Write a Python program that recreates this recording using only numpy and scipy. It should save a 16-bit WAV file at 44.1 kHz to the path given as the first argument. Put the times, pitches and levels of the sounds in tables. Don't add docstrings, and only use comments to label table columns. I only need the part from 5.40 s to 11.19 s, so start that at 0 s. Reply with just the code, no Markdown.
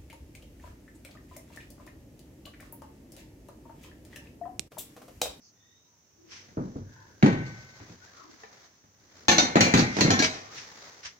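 import sys
import numpy as np
from scipy import signal
from scipy.fft import rfft, irfft, next_fast_len
from scipy.io import wavfile
from scipy.ndimage import uniform_filter1d, minimum_filter1d, map_coordinates

SR = 44100
rng = np.random.default_rng(int(sys.argv[2]) if len(sys.argv) > 2 else 0)


def master_out(mix):
    frames = np.transpose(np.atleast_2d(mix))
    ceiling = np.clip(frames, -1, 1)
    pcm = np.round(ceiling * 32767).astype(np.int16)
    wavfile.write(sys.argv[1], SR, pcm)


N = 255339

# lower in Hz, its change in dB, upper in Hz, its change in dB.
FLOOR_BLOWS = [(1.171, -9.5, 250, -31, -27.5, -60, -77, 460, 4, 1810, 22.5),
               (1.357, -16.5, 246, -33.5, -35, -72, -101, 244, -1, 460, -2),
               (1.826, -12, 150, -29, -19.5, -26.5, -36, 244, -5.5, 1520, 10.5),
               (1.832, 7, 180, -25, -13, -47, -53, 178, -3.5, 2078, 7),
               (1.861, -7.5, 258, -33.5, -20.5, -29.5, -39, 460, 2.5, 2143, 9.5),
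               (3.883, -17, 260, -48, -26.5, -18.5, -16.5, 848, 13, 5899, 6.5),
               (3.914, -20, 228, -53, -30, -26, -24.5, 4100, 11, 6301, 15.5),
               (3.982, -8.5, 226, -38, -23.5, -23.5, -16.5, 3682, 12, 5972, 11),
               (4.156, 1.5, 335, -37, -20.5, -21, -30.5, 694, 10, 2235, -2),
               (4.168, -6.5, 257, -45, -22, -27.5, -36, 1325, 11, 2143, 5),
               (4.207, -15, 227, -25, -21, -22, -18.5, 2337, 18.5, 4290, 9.5),
               (4.262, -34, 224, -52, -34, -33, -34, 2357, 23, 4200, 14),
               (4.338, -1, 190, -19.5, -17, -22.5, -22, 1325, -1, 4345, -2),
               (4.374, -26, 224, -27.5, -34, -27.5, -27.5, 1325, 11, 4345, 15),
               (4.392, -23, 242, -30, -20.5, -29.5, -27.5, 2078, 20.5, 5726, 6),
               (4.567, -15, 242, -49, -26.5, -33.5, -37, 1520, 1, 4290, 1),
               (4.586, -16, 280, -49, -25.5, -33.5, -40, 2143, 18.5, 4290, 10),
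               (4.608, -20, 226, -28.5, -20.5, -27, -21, 3951, 13.5, 4290, 15),
               (4.647, -1, 169, -24.5, -19, -36.5, -45.5, 178, 3, 2143, 20),
               (4.679, -13, 170, -28.5, -23.5, -36, -47.5, 178, 10, 2143, 20),
               (4.704, -28, 224, -41, -26.5, -24, -23.5, 1325, 13, 5726, 12),
               (4.735, -16, 224, -52, -34.5, -37, -38, 1810, 33, 2078, 0),
               (4.791, -30, 280, -62, -49, -32.5, -27.5, 1640, 9, 5726, 7.5),
               (4.799, -3.5, 287, -58, -31, -35, -40, 244, 7, 1640, 32),
               (4.823, -21, 275, -61, -31, -29, -26, 2283, 28, 4870, 19)]
# pitch in Hz, relative strength in dB, time to fade by 60 dB in seconds if left alone.
PIPE_MODES = [(178, 5, .4), (244, 5, .4), (460, -2, .33), (694, -8, .25), (848, -2, .3), (1325, -2, .35),
              (1520, -10, 1.7), (1640, -6, .3), (1810, -5, .3), (2040, -6, .3), (2078, -7, 1.9),
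              (2143, -8, 1.5), (2235, -7, .4), (2283, -6, .25), (2321, -3, .6), (2357, -6, .4),
              (2470, -4, .3), (2540, -3, .3), (2655, -4, .35), (2820, -6, .3), (3295, -4, .3),
              (3682, -2, .22), (3828, -7, .3), (3951, -5, .25), (4100, -2, .3), (4250, -7, .25),
              (4290, -4, .3), (4312, -6, .22), (4345, -6, .25), (4522, -7, .25), (4786, -2, .25),
              (4870, -7, .25), (5280, -7, .25), (5726, -4, .3), (5899, -3, .28), (5972, -2, .27),
              (6020, -5, .22), (6301, -5, .28), (6600, -7, .25), (6700, -7, .25), (6870, -9, .25),
              (7135, -12, .3), (7550, -15, .3)]


def amp(db):
    return 10 ** (np.asarray(db) / 20)


def unit(x):
    return x / np.sqrt(np.mean(x ** 2) + 1e-20)


def along(points, hz):
    f, v = np.transpose(points)
    return np.interp(np.log(hz + 1), np.log(f + 1), v)


def wobble(rate):
    values = rng.standard_normal(int(N * rate / SR) + 4)
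    return map_coordinates(values, [np.arange(N) * rate / SR])


def filtered(x, response):
    size = next_fast_len(x.shape[-1] + 8192)
    spectrum = rfft(x, size) * response(np.fft.rfftfreq(size, 1 / SR))
    return irfft(spectrum, size)[..., :x.shape[-1]]


def noise(spectrum, size, jagged=0, alike=None):
    # frequency in Hz, likeness of left and right (1 is the same, 0 unrelated).
    usual_likeness = [(100, 0.78), (250, 0.74), (500, 0.69), (1000, 0.018), (2000, -0.042), (4000, 0.011),
                      (12000, -0.064)]
    hz = np.fft.rfftfreq(size, 1 / SR)
    likeness = along(usual_likeness if alike is None else alike, hz)
    turn = np.arccos(np.clip(likeness, -1, 1)) / 2
    knots = np.arange(0, SR / 2, 45)
    peaks_db = jagged * np.interp(hz, knots, rng.uniform(-2.7, 2.37, len(knots)))
    white = rfft(rng.standard_normal((2, size)))
    coloured = white * amp(along(spectrum, hz) + peaks_db)
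    mid, side = irfft(coloured * [np.cos(turn), np.sin(turn)], size)
    return unit(np.array([mid + side, mid - side]))


def add(track, s, sound):
    part = track[:, round(s * SR):][:, :sound.shape[1]]
    part += sound[:, :part.shape[1]]


def gesture(start, end, rise, fall):
    t = np.arange(N) / SR
    before, after = np.maximum(start - t, 0), np.maximum(t - end, 0)
    return np.exp(-before / rise - after / fall)


def workshop_quiet():
    # frequency in Hz, relative strength in dB per Hz.
    quiet_colour = [(25, -22), (55, -8.5), (98, -1), (140, -7.5), (280, -8.5), (500, -14.5), (1000, -17),
                    (2000, -20), (3000, -22.5), (4800, -23), (6000, -6), (6900, -18), (8200, -35),
                    (13000, -40), (15300, -21), (16400, -49.5)]
    return amp(-64.5 + 0.16 * wobble(7.2)) * noise(quiet_colour, size=N)


def handling():
    # start in seconds, end in seconds, rustle in relative dB, rumble in relative dB.
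    moves = [(0.987, 1.823, -69.5, -60.5), (2.054, 2.496, -61, -62.5), (2.62, 3.204, -62, -76),
             (3.728, 3.9, -63.5, -62), (5.143, 5.505, -54.5, -78)]
    # frequency in Hz, relative strength in dB per Hz.
    rumble_colour = [(20, -20.5), (55, -3), (100, 4.5), (150, -4.5), (280, -2.5), (500, -6), (1200, -38)]
    rub_colour = [(200, -2), (450, 0.5), (1200, 0.5), (2000, 1.5), (2800, -10.5), (5000, -49)]
    hiss_colour = [(1500, -24.5), (3000, -4), (4500, 0.5), (6300, 2), (7200, -6), (8300, -24),
                   (12000, -30.5), (16000, -17)]
    rise_s, fall_s = 0.12, 0.15
    levels = [amp([[rustle_db], [rumble_db]]) * gesture(start, end, rise_s, fall_s)
              for start, end, rustle_db, rumble_db in moves]
    rustle, shake = np.max(levels, axis=0)
    grain_db = 1.1 * wobble(35) + 1.5 * wobble(220)
    rumble = shake * amp(3 * wobble(10)) * noise(rumble_colour, size=N)
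    rub = amp(2.5 + grain_db) * noise(rub_colour, size=N)
    hiss = amp(2 + 1.3 * grain_db) * noise(hiss_colour, size=N)
    return rumble + rustle * (rub + hiss)


def brushes():
    # peak time in seconds, level in dB, time constant of the fall in seconds.
    strokes = [(0.925, -45, 0.057), (0.974, -55.5, 0.069), (3.038, -64, 0.0031), (4.59, -35.5, 0.18),
               (4.845, -20, 0.016), (4.946, -44, 0.055), (5.178, -40, 0.05), (5.635, -45.5, 0.011),
               (5.658, -35.5, 0.024)]
    # frequency in Hz, relative strength in dB per Hz.
    cloth_colour = [(120, -9.5), (200, -22), (777, -22), (968, -13.5), (1480, -10), (2090, -5.5),
                    (3970, -11.5), (5840, -4), (7830, -26), (15100, -66), (16000, -41)]
    rise_share = 0.33
    stroke = sum(amp(db) * gesture(s, s, rise_share * fall, fall) for s, db, fall in strokes)
    return stroke * amp(0.61 * wobble(400)) * noise(cloth_colour, size=N)


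def scrapes():
    # start in seconds, end in seconds, start pitch
    # in Hz, end pitch in Hz, random changes a second (more make a wider band), relative level in dB.
    squeaks = [(0, 0.125, 5670, 5400, 2400, -59), (0.137, 0.524, 3520, 3850, 268, -68),
               (0.427, 0.623, 980, 950, 90, -74), (0.144, 0.406, 1855, 1940, 129, -71),
               (0.758, 0.955, 342.5, 346, 69.5, -59), (1.43, 1.8, 1626, 1595, 401, -60),
               (1.514, 1.75, 963, 963, 238, -59), (1.714, 1.88, 1580, 1580, 110.5, -68),
               (2.602, 2.679, 1446, 1535, 130.7, -56), (2.651, 2.74, 1800, 1620, 394, -60),
               (2.714, 2.918, 1360, 1088, 398.5, -55), (2.796, 2.985, 357.5, 260, 130.4, -57),
               (3.036, 3.194, 1094, 1100, 1410, -71), (4.984, 5.224, 995, 1367, 300, -56)]
    grain_db, grain_rate = 1.3, 67
    t = np.arange(N) / SR
    out = np.zeros((2, N))
    for start, end, from_hz, to_hz, width, db in squeaks:
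        swell = np.sin(np.pi * np.clip((t - start) / (end - start), 0, 1))
        pitch_hz = np.interp(t, [start, end], [from_hz, to_hz])
        phase = 2 * np.pi * np.cumsum(pitch_hz) / SR
        bands = [wobble(width) * np.sin(phase) + wobble(width) * np.cos(phase) for port in range(2)]
        out += amp(db) * swell * np.array(bands)
    return out * amp(grain_db * wobble(grain_rate))


def burst(spectrum, t60, rise, punch, punch_time, tail_db, jagged):
    # frequency in Hz, likeness (1 same, 0 unrelated).
    pipe_likeness = [(100, 1), (300, 1), (600, 0.67), (1300, 0.51), (2000, 0.75), (3000, -0.37),
                     (6000, 0.0061), (12000, 0)]
    t = np.arange(SR) / SR
    first_shake = 1 + punch * np.exp(-t / punch_time)
    room_tail = amp(tail_db - 60 * t / 0.79)
    fade = first_shake * amp(-60 * t / t60) + room_tail
    x = noise(spectrum, size=SR, jagged=jagged, alike=pipe_likeness) * fade * (1 - np.exp(-t / rise))
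    return x / np.sqrt(np.mean(x[:, t < .04] ** 2))


def push(hz, t60):
    t = np.arange(SR // 10) / SR
    pitch_hz = hz * np.exp(rng.normal(0, 0.024))
    onset = 1 - np.exp(-(t / 0.0027) ** 2)
    swing = -np.sin(2 * np.pi * pitch_hz * t) * amp(-60 * t / t60) * onset
    return np.array([swing, swing])


def chatter():
    depth_db, rate, turn_s = 2.1, 260, 0.008
    t = np.arange(SR) / SR
    flicker = map_coordinates(rng.standard_normal(int(rate) + 4), [t * rate])
    return amp(depth_db * flicker * (0.5 - np.exp(-t / turn_s)))


def contact(push_db, push_hz, heave_db, thud_db, clank_db, clash_db):
    # frequency in Hz, relative strength in dB per Hz.
    heave_colour = [(20, -11.5), (50, -20), (78, -20.5), (99, -6), (135, -9), (220, -23), (600, -96)]
    thud_colour = [(50, -52), (110, -14.5), (170, 3.5), (260, 4), (380, -3.5), (520, -8.5), (700, -16.5),
                   (1500, -26.5), (4000, -93)]
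    clank_colour = [(150, -15.5), (450, -3), (850, -1.5), (1250, -7), (1800, -4.5), (2350, -10),
                    (2800, -16.5), (4000, -20), (8000, -72.5)]
    clash_colour = [(1200, -29), (2600, 2.5), (3200, -2), (4200, 5), (5100, -2.5), (6400, 2), (7200, -7),
                    (8300, -21.5), (10500, -29.5), (13500, -34), (15200, -19.5), (16500, -45.5)]
    hardness_span = [-17.5, 2]
    clank_jagged_span = [3, 6]
    clash_jagged_span = [3, 8]
    hardness_db = clash_db - thud_db
    clank_jagged = np.interp(hardness_db, hardness_span, clank_jagged_span)
    clash_jagged = np.interp(hardness_db, hardness_span, clash_jagged_span)
    heave = burst(heave_colour, t60=0.25, rise=0.0033, punch=0.97, punch_time=0.0065, tail_db=-4, jagged=-3)
    thud = burst(thud_colour, t60=0.4, rise=0.001, punch=0.91, punch_time=0.0038, tail_db=-27, jagged=-0.5)
    clank = burst(clank_colour, t60=0.17, rise=0.0002, punch=1.5, punch_time=0.0016, tail_db=-6,
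                  jagged=clank_jagged)
    clash = chatter() * burst(clash_colour, t60=0.29, rise=0.00024, punch=0.68, punch_time=0.01, tail_db=-21,
                              jagged=clash_jagged)
    sound = amp(heave_db - 3) * heave + amp(thud_db - 3.5) * thud
    sound += amp(clank_db) * clank + amp(clash_db - 3) * clash
    add(sound, 0, amp(push_db) * push(hz=push_hz, t60=0.028))
    return sound


def ring(favoured, scatter_db):
    hz, db, _ = np.transpose(PIPE_MODES)
    boost_db = np.zeros(len(hz))
    for mode_hz, extra_db in favoured:
        boost_db[np.argmin(np.abs(hz - mode_hz))] += extra_db
    strength = amp(db + boost_db + scatter_db * rng.standard_normal((2, len(hz))))
    shared_phase = 2 * np.pi * rng.random(len(hz))
    own_phase = np.minimum(hz / 1500, 1) * rng.normal(0, 1.0, (2, len(hz)))
    return strength * np.exp(1j * (shared_phase + own_phase))


def damping(s, t):
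    # a hand grips the pipe, later it falls flat. Times in seconds.
    stops = [2.45, 4.86]
    contact_lift_db, stop_db_per_s = 1, 152
    contacts = np.searchsorted([row[0] - s for row in FLOOR_BLOWS if row[0] > s], t)
    stop = min(when for when in list(stops) + [N / SR] if when > s)
    return amp(contact_lift_db * contacts - stop_db_per_s * np.maximum(s + t - stop, 0))


def aside(x):
    lag_s = 0.00038
    side = np.array([[-1], [1]])
    return filtered(x, lambda hz: np.exp(1j * np.pi * np.minimum(hz * lag_s, 1) * side))


def pipe():
    ring_levels = [-18, -15.5, -13]
    # start in seconds, then thud, clank and clash in relative dB.
    touches = [(1.085, -61.5, -62.5, -70), (1.927, -30, -42.5, -49), (1.977, -37, -53, -69),
               (2.063, -61, -59, -52.5), (2.102, -62, -74, -66), (2.401, -49, -54.5, -84),
               (2.495, -50.5, -59, -60), (3.035, -76, -48.5, -66), (3.439, -63.5, -68.5, -82)]
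    touch_push_db, touch_push_hz, touch_heave_db = 11, 190, 4
    high_ring_grows = 0.37
    flutter_db, flutter_rate = 1, 70
    attack_s = 0.0005
    knocks, ringing = np.zeros((2, 2, N))
    t = np.arange(3 * SR // 2) / SR
    hz, _, t60 = np.transpose(PIPE_MODES)
    modes = np.exp(2j * np.pi * hz[:, None] * t) * amp(-60 * t / t60[:, None]) * (1 - np.exp(-t / attack_s))
    for row in FLOOR_BLOWS:
        s, push_db, push_hz, heave_db, thud_db, clank_db, clash_db = row[:7]
        lower_hz, lower_db, upper_hz, upper_db = row[7:]
        add(knocks, s, contact(push_db, push_hz, heave_db, thud_db, clank_db, clash_db))
        high_force_db = clash_db + high_ring_grows * (clash_db - thud_db)
        air_db, low_db, high_db = np.add(ring_levels, [thud_db, clank_db, high_force_db])
        force_db = np.interp(hz, [500, 830, 2400, 3530], [air_db, low_db, low_db, high_db])
        struck = amp(force_db) * ring([(lower_hz, lower_db), (upper_hz, upper_db)], scatter_db=1)
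        add(ringing, s, (struck @ modes).imag * damping(s, t))
    for s, thud_db, clank_db, clash_db in touches:
        push_db, heave_db = thud_db + touch_push_db, thud_db + touch_heave_db
        add(knocks, s, contact(push_db, touch_push_hz, heave_db, thud_db, clank_db, clash_db))
    return aside(knocks + amp(flutter_db * wobble(flutter_rate)) * ringing)


def scene():
    return workshop_quiet() + handling() + brushes() + scrapes() + pipe()


def record(dry):
    # frequency in Hz, left minus right level in dB.
    left_lean = [(200, 0.7), (600, -0.5), (1200, 3), (2000, 3), (4000, 0), (6500, -2.5), (8500, -4.5),
                 (14000, -7.5)]
    top_hz = 16400
    thinned = signal.sosfilt(signal.butter(2, 65, "highpass", fs=SR, output="sos"), dry)
    needed = np.minimum(1, 0.65 / (np.abs(thinned).max(axis=0) + 1e-9))
    limited = thinned * uniform_filter1d(minimum_filter1d(needed, size=180), size=180)
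    half = np.array([[.5], [-.5]])
    return filtered(limited, lambda hz: amp(along(left_lean, hz) * half) * (hz < top_hz))


dry = scene()
out = record(dry)
master_out(out)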